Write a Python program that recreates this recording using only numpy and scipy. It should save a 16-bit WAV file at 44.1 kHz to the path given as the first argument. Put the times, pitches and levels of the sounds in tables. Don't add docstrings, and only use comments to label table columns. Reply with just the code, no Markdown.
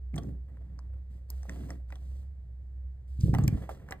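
import sys
import numpy as np
from scipy import signal
from scipy.fft import rfft, irfft, next_fast_len
from scipy.io import wavfile
from scipy.ndimage import map_coordinates

SR = 44100
rng = np.random.default_rng(int(sys.argv[2]) if len(sys.argv) > 2 else 0)


def unload_audio(sound):
    columns = np.transpose(np.atleast_2d(sound))
    steps = np.round(np.clip(columns, -1, 1) * 32767)
    wavfile.write(sys.argv[1], SR, steps.astype(np.int16))


N = 176400

# time_s, level_db
HUM_LEVEL = [(0.0, -38.5), (3.11, -40), (3.31, -26.5), (4.0, -55)]
# freq_hz, gain_db
ROOM_TONE_EQ = [(25, -7.5), (70, 12), (200, -14.5), (1200, -42), (1950, -38.5), (2700, -45), (16000, -58.5)]
# start_s, end_s, hiss_db, scrape_db, rumble_db
STROKES = [(0.137, 0.293, -77, -65.5, -38.5), (0.48, 0.862, -99, -73, -58.5),
           (0.931, 0.97, -99, -69.5, -61.5), (1.1, 1.173, -78.5, -74.5, -60.5),
           (1.289, 1.499, -71, -70, -65.5), (1.484, 1.718, -67.5, -56.5, -43.5),
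           (1.884, 2.225, -74.5, -73.5, -60.5), (3.076, 3.206, -75.5, -100, -69),
           (3.201, 3.275, -60.5, -97, -53), (3.33, 3.65, -69, -55.5, -56.5),
           (3.694, 3.715, -59.5, -52.5, -56), (3.742, 4.006, -86, -63, -55.5)]
# freq_hz, gain_db
HISS_EQ = [(1500, -10), (3000, -0.5), (9000, -4), (16000, -10.5)]
# freq_hz, gain_db
SCRAPE_EQ = [(250, 3), (570, 3.5), (850, -3.5), (2100, -11.5), (4000, -26.5)]
# freq_hz, gain_db
RUMBLE_EQ = [(50, -9), (180, 4.5), (280, -3), (1200, -58.5)]
# pitch_hz, gain_db
HARDWARE_MODES = [(1945, -4), (2170, -20), (2750, -4.5), (3370, -1)]
# start_s, tick_db, knock_db, ring_db, ring_hz
CONTACTS = [(.1415,-66,-55.5,-50,2140), (.1585,-42,-57,-49.5,8390), (.1625,-48.5,-45.5,-45,8300),
            (.1793,-43,-50,-37.5,3250), (.183,-36.5,-42.5,-44.5,4220), (.2335,-51,-54,-61,635),
            (.5705,-80,-63,-58.5,1570), (.7905,-48,-62,-47.5,1054), (1.3023,-33.5,-55.5,-36,12460),
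            (1.4311,-48,-59,-57,1950), (1.453,-68,-58,-49,825), (1.4946,-37,-47,-38,1890),
            (1.7045,-36.5,-47.5,-44,1950), (1.904,-52,-60,-50,1440), (1.9234,-65,-51,-37.5,2005),
            (1.9561,-51.5,-56,-52,3300), (3.2095,-42,-79.5,-46.5,4840), (3.339,-38,-34,-36.5,1927),
            (3.3485,-40,-34.5,-31,2010), (3.3845,-47,-35.5,-38.5,1940), (3.438,-35,-47,-42,6800),
            (3.4785,-26.5,-50.5,-35,12860), (3.479,-37.5,-43.5,-28.5,2380), (3.692,-59,-38,-36.5,825),
            (3.8875,-64,-53.5,-42,1740), (3.909,-38.5,-37.5,-42,8000), (3.9225,-46,-36,-29,1960)]
# pitch_hz, gain_db
TOOL_MODES = [(6783, -19), (7640, -17), (8700, -15.5)]
# freq_hz, gain_db
TICK_EQ = [(3000, -31.5), (4500, -3), (5700, 10.5), (9000, -11.5), (12000, -26)]
# pitch_hz, gain_db
DOOR_MODES = [(750, 1), (817, -3.5), (1130, -1), (1350, -11.5)]
# freq_hz, gain_db
KNOCK_EQ = [(100, -2), (800, -1), (1400, -4.5), (3500, -28)]
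# start_s, level_db, pitch_hz
BUMPS = [(3.188, -26, 99), (3.234, -12.5, 107.6), (3.256, -18.5, 117), (3.282, -24, 270),
         (3.293, -12, 108.3), (3.332, -14.5, 179), (3.351, -14, 81.3), (3.39, -15, 123.6),
         (3.418, -15.5, 111), (3.438, -12, 95), (3.476, -14.5, 104.8), (3.526, -15, 136.5),
         (3.546, -17, 71.4), (3.613, -30, 102)]
# freq_hz, gain_db
BOOM_EQ = [(25, -18), (120, 6.5), (300, -5.5), (500, -27), (1500, -85)]
# freq_hz, lead_rad
LEFT_LEAD = [(0, 0), (1600, 0.74), (2700, 2.5), (4700, 0.95), (5800, 3.5), (16000, 15.5)]
# freq_hz, left_minus_right_db
BALANCE = [(120, -0.5), (600, -6), (4400, 0.9)]


def amp(db):
    return 10 ** (np.asarray(db) / 20)


def unit(x):
    return x / np.sqrt(np.mean(x ** 2) + 1e-20)


def along(points, hz):
    freqs, values = np.transpose(points)
    return np.interp(np.log(hz + 1), np.log(freqs + 1), values)


def wobble(rate_hz):
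    knots = rng.standard_normal(int(N * rate_hz / SR) + 4)
    return map_coordinates(knots, [np.arange(N) * rate_hz / SR])


def filtered(x, response):
    n = x.shape[-1]
    padded = next_fast_len(n + 8192)
    return irfft(rfft(x, padded) * response(np.fft.rfftfreq(padded, 1 / SR)), padded)[..., :n]


def noise(eq, size=N):
    return unit(filtered(rng.standard_normal(size), lambda hz: amp(along(eq, hz))))


def fade(t, t60):
    return np.exp(-np.log(1000) * t / t60)


def add(track, start_s, sound):
    part = track[max(round(start_s * SR), 0):][:len(sound)]
    part += sound[:len(part)]


def hum_bed(pitch_hz=64.03, drift_hz=1.637, waver_db=2, room_tone_db=-50):
    phase = 2 * np.pi * np.cumsum(pitch_hz + drift_hz * wobble(12)) / SR
    hum_level_db = np.interp(np.arange(N) / SR, *np.transpose(HUM_LEVEL))
    hum = amp(hum_level_db + waver_db * wobble(9.99)) * unit(np.sin(phase))
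    return hum + amp(room_tone_db) * noise(ROOM_TONE_EQ)


def friction(eq, grain_hz, grain_db):
    return unit(noise(eq) * amp(grain_db * wobble(grain_hz) + 1.1 * wobble(24.87)))


def singing_hardware(scrape, level_db=-14, width_hz=81):
    def resonances(freq):
        return sum(amp(db) / (1 + 2j * (freq - hz) / width_hz) for hz, db in HARDWARE_MODES)
    return amp(level_db) * unit(filtered(scrape, resonances))


def rubbing(rise_s=0.015, release_t60=0.28):
    t = np.arange(N) / SR
    hiss = friction(HISS_EQ, grain_hz=410, grain_db=1.5)
    scrape = friction(SCRAPE_EQ, grain_hz=120, grain_db=4.0)
    scrape = scrape + singing_hardware(scrape)
    rumble = friction(RUMBLE_EQ, grain_hz=40, grain_db=0.5)
    power = np.zeros((3, N))
    for start_s, end_s, *levels_db in STROKES:
        rise = np.clip((t - start_s) / rise_s + 0.5, 0, 1)
        release = fade(np.maximum(t - end_s, 0), release_t60)
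        power += np.outer(amp(levels_db), rise * release) ** 2
    return np.sum(np.sqrt(power) * [hiss, scrape, rumble], axis=0)


def strike(modes, eq, crack_t60, ring_db, ring_t60, tail_db, attack_s, scatter_db=4):
    t = np.arange(SR // 4) / SR
    ring = np.zeros(len(t))
    for hz, db in modes:
        gain = amp(db + ring_db + rng.normal(0, scatter_db))
        ring += gain * np.sin(2 * np.pi * (hz * t + rng.random()))
    ripple_hz = np.linspace(0, SR / 2, 90)
    ripple_db = rng.normal(0, scatter_db, size=len(ripple_hz))
    burst = unit(filtered(noise(eq, len(t)), lambda hz: amp(np.interp(hz, ripple_hz, ripple_db))))
    crack = burst * fade(t, crack_t60)
    tail = (ring + amp(tail_db) * burst) * fade(t, ring_t60)
    return (crack + tail) * (1 - np.exp(-t / attack_s))


def hardware_ping(hz, attack_s=0.00023):
    t = np.arange(SR // 8) / SR
    crack = noise([(hz / 4, -40), (hz, 0), (hz * 4, -40)], len(t)) * fade(t, t60=0.011)
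    ring = np.sin(2 * np.pi * hz * t) * fade(t, t60=0.019)
    return (ring + 1.07 * crack) * (1 - np.exp(-t / attack_s))


def tool_contacts(tick_trim_db=-4.0, knock_trim_db=4.5):
    track = np.zeros(N)
    for start_s, tick_db, knock_db, ring_db, ring_hz in CONTACTS:
        tick = strike(TOOL_MODES, TICK_EQ, crack_t60=0.0079, ring_db=1.5, ring_t60=0.028,
                      tail_db=-18, attack_s=0.00017)
        knock = strike(DOOR_MODES, KNOCK_EQ, crack_t60=0.019, ring_db=-17.5, ring_t60=0.083,
                       tail_db=-14, attack_s=0.00067)
        add(track, start_s, amp(tick_db + tick_trim_db) * tick)
        add(track, start_s, amp(knock_db + knock_trim_db) * knock)
        add(track, start_s, amp(ring_db) * hardware_ping(ring_hz))
    return track


def hand_bumps(cycles_to_peak=0.46, swing_trim_db=-1, boom_trim_db=-11.5, boom_attack_s=0.0047):
    track = np.zeros(N)
    t = np.arange(SR // 4) / SR
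    for start_s, level_db, pitch_hz in BUMPS:
        age = t * pitch_hz / cycles_to_peak
        swing = age ** 2 * np.exp(2 * (1 - age)) * np.sin(2 * np.pi * pitch_hz * t)
        boom = noise(BOOM_EQ, len(t)) * fade(t, t60=0.19) * (1 - np.exp(-(t / boom_attack_s) ** 2))
        add(track, start_s, amp(level_db) * (amp(swing_trim_db) * swing + amp(boom_trim_db) * boom))
    return track


def small_room(x):
    t = np.arange(SR // 3) / SR
    tail = rng.standard_normal((2, len(t))) * fade(t, t60=0.17)
    wet = signal.fftconvolve(x[None], tail / np.linalg.norm(tail[0]), axes=1)[:, :N]
    return filtered(wet, lambda hz: amp(along([(60, -10), (400, 7.0), (6000, -12.5)], hz)))


def stereo_placement(hz):
    sides = np.array([[0.5], [-0.5]])
    lead_rad = np.interp(hz, *np.transpose(LEFT_LEAD))
    return amp(sides * along(BALANCE, hz)) * np.exp(1j * sides * lead_rad)


def scene(reverb_send_db=-7):
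    close = tool_contacts() + hand_bumps() + rubbing() + hum_bed()
    return filtered(close, stereo_placement) + amp(reverb_send_db) * small_room(close)


def record(dry, cutoff_hz=16400):
    return filtered(dry, lambda hz: hz < cutoff_hz)


dry = scene()
out = record(dry)
unload_audio(out)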